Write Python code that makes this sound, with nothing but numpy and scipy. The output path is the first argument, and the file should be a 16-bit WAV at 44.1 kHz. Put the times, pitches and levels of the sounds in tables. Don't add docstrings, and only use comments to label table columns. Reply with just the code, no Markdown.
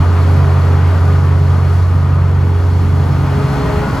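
import sys
import numpy as np
from scipy import signal
from scipy.fft import rfft, irfft
from scipy.io import wavfile
from scipy.ndimage import uniform_filter1d, minimum_filter1d, map_coordinates

SR = 44100
rng = np.random.default_rng(int(sys.argv[2]) if len(sys.argv) > 2 else 0)


def dump_mix(stems):
    frames = np.atleast_2d(stems).T
    limited = np.clip(frames, -1, 1)
    pcm = np.round(limited * 32767).astype(np.int16)
    wavfile.write(sys.argv[1], SR, pcm)


N = 176400
TIME_S, BINS_HZ = np.arange(N) / SR, np.fft.rfftfreq(N, 1 / SR)

# frequency in Hz, noise correlation 0-1, left minus right in dB,
# left phase lead in radians.
PORTS = [(60, 0.85, -1.5, 0), (95.5, 0.96, -1.1, 0.07), (140, 0.98, -0.4, 0.14), (209, 0.93, 2.5, 0.022),
         (272, 0.97, -2.5, 0.53), (440, 0.75, 3, 0.58), (635, 0.97, 4, 0.89), (1080, 0.96, 1, 0),
         (1450, 0.71, 2.6, 0), (2010, 0.83, 1, 0.18), (2760, 0.67, 0.2, 0.76), (4200, 0.87, 0.5, 0.54),
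         (5040, 0.54, 0.5, 0.92), (6130, 0.72, 1, 0.3), (8000, 1, -1.5, 0), (15000, 1, 1, 0)]


def undb(db):
    return 10 ** (np.asarray(db) / 20)


def curve(table, column=1):
    rows = np.array(table, float)
    return np.interp(TIME_S, rows[:, 0], rows[:, column])


def over_hz(table, column=1):
    rows = np.array(table, float)
    return np.interp(np.log(np.maximum(BINS_HZ, 1)), np.log(rows[:, 0]), rows[:, column])


def unit(x):
    return x / np.sqrt(np.mean(x ** 2))


def walk(rate_hz):
    hold = int(SR / rate_hz)
    steps = np.repeat(rng.standard_normal(N // hold + 1), hold)
    return unit(uniform_filter1d(uniform_filter1d(steps, hold), hold)[:N])


def turns(hz):
    return np.cumsum(hz * np.ones(N)) / SR


def tone(cycles, wobble_rad):
    return np.sqrt(2) * np.sin(2 * np.pi * (cycles + rng.random()) + wobble_rad * walk(12))


def air_noise(bin_gain):
    correlation = np.clip(over_hz(PORTS, 1), 0, 1)
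    mid, side = (irfft(rfft(rng.standard_normal(N)) * bin_gain * np.sqrt(1 + sign * correlation), N)
                 for sign in (1, -1))
    return unit(np.array([mid + side, mid - side]))


def exhaust(crank):
    # time in seconds, boom level in dB.
    boom_db = [(0.0, -9), (0.7, -9.5), (0.8, -9), (2.1, -11.1), (2.8, -11), (3.05, -12.5), (3.42, -17),
               (3.52, -28), (3.6, -35), (3.78, -23), (4.0, -28)]
    # multiple of crank speed, level in dB.
    cylinder_lines = [(2, -38.5), (2.5, -41), (4, -33), (5, -36), (5.38, -31), (6, -39), (8, -47.5),
                      (10.76, -44), (12, -47), (16, -47)]
    firings_per_turn = 3
    boom = tone(firings_per_turn * crank, wobble_rad=0.024) * undb(curve(boom_db))
    return boom + sum(tone(order * crank, wobble_rad=0.33) * undb(db + 3.3 * walk(5.95))
                      for order, db in cylinder_lines)


def pumps(crank):
    # time in seconds, level in dB.
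    drone_db = [(0.0, -20.5), (0.2, -30), (0.3, -21.5), (0.42, -15), (0.8, -18), (0.9, -31), (1.1, -16.5),
                (1.6, -17), (1.9, -27), (2.0, -16.5), (2.4, -17.5), (2.5, -21), (2.6, -34), (2.7, -24),
                (3.1, -16), (3.42, -16.5), (3.52, -18), (3.7, -24), (4.0, -25)]
    # time in seconds, levels of harmonics 2 and 3 in dB.
    harmonics_db = [(0, -41.5, -41), (.25, -31, -30.5), (.6, -35, -31.5), (1.4, -32.5, -34),
                    (1.75, -42, -34.5), (2.1, -51, -47), (2.55, -36, -28.5), (3.05, -31.5, -35),
                    (3.2, -31, -38), (3.39, -29.5, -23.5), (3.45, -34, -31), (3.62, -23, -26.5),
                    (3.7, -27.5, -26), (3.84, -33, -21.5), (3.94, -29, -43), (4, -32, -43)]
    # time in seconds, level of harmonic 9 in dB.
    whine_db = [(0, -34), (.15, -35.5), (.28, -48), (.44, -44), (.56, -32), (.7, -46), (.95, -44),
                (1.12, -35), (1.4, -54), (1.65, -37.5), (1.9, -45), (2.02, -38), (2.2, -38), (2.32, -48),
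                (3.1, -42), (3.3, -37), (4, -50)]
    drone_hz, pulses_per_turn, twin_hz, twin_db = 136.7, 4.6, 137.3, -11
    main, twin = pulses_per_turn * crank, turns(twin_hz)

    def pair(order, wobble_rad):
        return unit(tone(order * main, wobble_rad) + undb(twin_db) * tone(order * twin, wobble_rad))

    drone = tone(turns(drone_hz), wobble_rad=0.14) * undb(curve(drone_db) + .5 * walk(30))
    second = tone(2 * twin, wobble_rad=0.69) * undb(curve(harmonics_db, 1))
    third = pair(3, wobble_rad=0.16) * undb(curve(harmonics_db, 2))
    ninth = pair(9, wobble_rad=0.27) * undb(curve(whine_db))
    return drone + second + third + ninth


def gears(crank):
    # multiple of the mesh rate, relative level in dB.
    partials = [(2.62, -9), (4.82, -7), (8, -17), (9, -13), (10, -15)]
    # time in seconds, whine gain in dB.
    whine_db = [(0, -40), (2.9, -44), (3.4, -42), (3.75, -33.5), (4, -29)]
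    flare_orders = [3, 3.98, 6.91]
    # time in seconds, level of each flaring partial in dB.
    flare_db = [(0, -42, -46, -52), (2.9, -51, -49, -54), (3.28, -41, -40, -48), (3.53, -37, -47, -52),
                (3.7, -29, -34.5, -49), (3.87, -38, -32, -34), (4, -32, -44, -40)]
    meshes_per_turn = 6.91
    mesh = meshes_per_turn * crank
    whine = sum(tone(order * mesh, wobble_rad=1.0) * undb(db + 2.4 * walk(8.3))
                for order, db in partials)
    flares = sum(tone(order * mesh, wobble_rad=0.58) * undb(curve(flare_db, column) + 1.5 * walk(15))
                 for column, order in enumerate(flare_orders, start=1))
    return whine * undb(curve(whine_db)) + flares


def whistles():
    # centre before the sag in Hz, width in Hz, relative level in dB.
    resonances = [(2780, 120, -11), (3420, 170, -1.5), (4284, 165, 3.5), (6380, 120, -5), (7100, 86, -9.5),
                  (7870, 130, -11)]
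    # time in seconds, pitch ratio.
    sag = [(0, 1), (2.7, 1), (3.25, .991), (3.7, .992), (4, .997)]
    # time in seconds, level in dB.
    level_db = [(0, -49), (2.2, -54.5), (2.75, -51), (3.2, -49), (3.55, -47), (3.8, -46), (4, -49)]
    peaks = sum(undb(db) / (1 + ((BINS_HZ - hz) / (width_hz / 2)) ** 2)
                for hz, width_hz, db in resonances)
    read_index = turns(curve(sag)) * SR
    sagged = np.array([map_coordinates(port, [read_index], mode="mirror") for port in air_noise(peaks)])
    return sagged * undb(curve(level_db) + walk(11))


def panel_ripple(depth_db, width_bins):
    rough = uniform_filter1d(uniform_filter1d(rng.standard_normal(N // 2 + 1), width_bins), width_bins)
    return undb(depth_db * unit(rough) * np.minimum(BINS_HZ / 1500, 1))


def engine_house(crank):
    # frequency in Hz, relative density in dB.
    rumble_spectrum = [(20, -29), (32, -22), (45, -19), (60, -6), (90, 0), (125, -2), (160, -3),
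                       (200, -8.5), (260, -14.5), (350, -23), (600, -55)]
    panel_spectrum = [(120, -16), (170, 2), (220, 1.5), (300, 0), (380, -5.5), (500, -13.5), (800, -47)]
    roar_spectrum = [(250, -40), (380, -0.5), (500, 0), (700, -1), (900, -1.5), (1100, -0.5), (1300, -2.5),
                     (1500, -4.5), (1800, -17.5), (2400, -31), (4000, -63)]
    clatter_spectrum = [(1000, -20), (1500, 0), (1800, 1.5), (2200, -1.5), (2800, -5), (3300, -7.5),
                        (3900, -14), (5000, -22.5), (8000, -46)]
    hiss_spectrum = [(2500, -6), (3800, 0.5), (4600, 4), (5500, 0), (7000, -4.5), (8200, -6), (9200, -7.5),
                     (10700, -4.5), (12300, -10), (13500, -7), (14300, -30), (15500, -22)]
    # time in seconds, then rumble, roar, clatter, hiss and panel levels in dB.
    levels_db = [(0, -22.5, -24, -35.5, -43.5, -28.5), (.4, -22, -25, -36, -42, -28),
                 (.95, -23, -25, -35.5, -43, -31.5), (1.4, -26.5, -27.5, -38.5, -44.5, -31.5),
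                 (1.8, -23, -28, -40, -44.5, -30), (2.2, -28.5, -28.5, -40, -48, -31.5),
                 (2.7, -25, -30, -40, -44.5, -29.5), (3.15, -22.5, -26.5, -37.5, -44, -27),
                 (3.5, -22.5, -25, -35, -41.5, -27), (3.72, -19, -23.5, -33.5, -41, -26),
                 (3.87, -22.5, -23.5, -34, -41, -26), (4, -22.5, -22.5, -32.5, -40, -24)]
    throb_db = .5 * np.cos(2 * np.pi * crank)
    ripple = panel_ripple(depth_db=1.5, width_bins=130)

    def layer(spectrum):
        return air_noise(undb(over_hz(spectrum)) * ripple)

    rumble = layer(rumble_spectrum) * undb(curve(levels_db, 1) + 0.68 * walk(25))
    panel = layer(panel_spectrum) * undb(curve(levels_db, 5) + 0.98 * walk(20))
    roar = layer(roar_spectrum) * undb(curve(levels_db, 2) + 0.47 * walk(10) + throb_db)
    clatter = layer(clatter_spectrum) * undb(curve(levels_db, 3) + 0.68 * walk(17) + throb_db)
    hiss = layer(hiss_spectrum) * undb(curve(levels_db, 4) + 0.65 * walk(17))
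    return rumble + panel + roar + clatter + hiss


def deep_rumble():
    # frequency in Hz, relative density in dB.
    spectrum = [(15, -25), (30, -15), (42, -2), (55, 4.5), (70, -6), (100, -37), (200, -100)]
    # time in seconds, level in dB.
    level_db = [(0, -39), (1.2, -42), (1.6, -35), (2.4, -34), (3.2, -31), (4, -28)]
    return air_noise(undb(over_hz(spectrum))) * undb(curve(level_db))


def distant_hum():
    # time in seconds, level in dB.
    level_db = [(0, -35), (2.4, -28), (3.5, -27.5), (3.68, -22), (4, -34)]
    return tone(turns(hz=65.95), wobble_rad=.2) * undb(curve(level_db))


def bumps():
    # centre in seconds, pitch in Hz, length in seconds, peak level in dB.
    thumps = [(3.382, 207, 0.02, -12.5), (3.452, 131, 0.02, -7.5), (3.648, 153, 0.024, -9.5),
              (3.775, 85, 0.015, -14), (3.882, 201, 0.019, -11.5), (3.938, 97, 0.018, -12)]
    out = np.zeros(N)
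    for (centre_s, hz, length_s, db), phase in zip(thumps, rng.random(len(thumps))):
        offset_s = TIME_S - centre_s
        envelope = undb(db) * np.exp(-(2 * offset_s / length_s) ** 2)
        out += envelope * np.sin(2 * np.pi * (hz * offset_s + phase))
    return out


def limiter(x, ceiling, window_samples):
    gain = np.minimum(1, ceiling / (np.abs(x).max(axis=0) + 1e-9))
    return x * uniform_filter1d(minimum_filter1d(gain, window_samples), window_samples)


def scene():
    # time in seconds, engine speed in turns per second.
    crank_hz = [(0, 29.66), (.1, 29.47), (1.0, 29.48), (1.9, 29.9), (2.6, 29.8), (3.1, 29.65),
                (3.35, 29.95), (3.55, 30.42), (3.83, 30.25), (4, 29.7)]
    crank = turns(curve(crank_hz))
    hum = distant_hum()
    tones = exhaust(crank) + pumps(crank) + gears(crank)
    return tones + whistles() + engine_house(crank) + deep_rumble() + hum + bumps()


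def record(dry):
    lag_s, lag_above_hz, cutoff_hz = .000233, 6900, 15600
    lag_rad = 2 * np.pi * lag_s * np.maximum(BINS_HZ - lag_above_hz, 0)
    left = undb(over_hz(PORTS, 2) / 2) * np.exp(.5j * (over_hz(PORTS, 3) - lag_rad))
    faded = dry * signal.windows.tukey(N, .002)
    heard = irfft(rfft(faded) * np.array([left, 1 / left]), N)
    lowpass = signal.ellip(8, .2, 70, cutoff_hz, fs=SR, output="sos")
    return signal.sosfilt(lowpass, limiter(heard, ceiling=.92, window_samples=800))


dry = scene()
out = record(dry)
dump_mix(out)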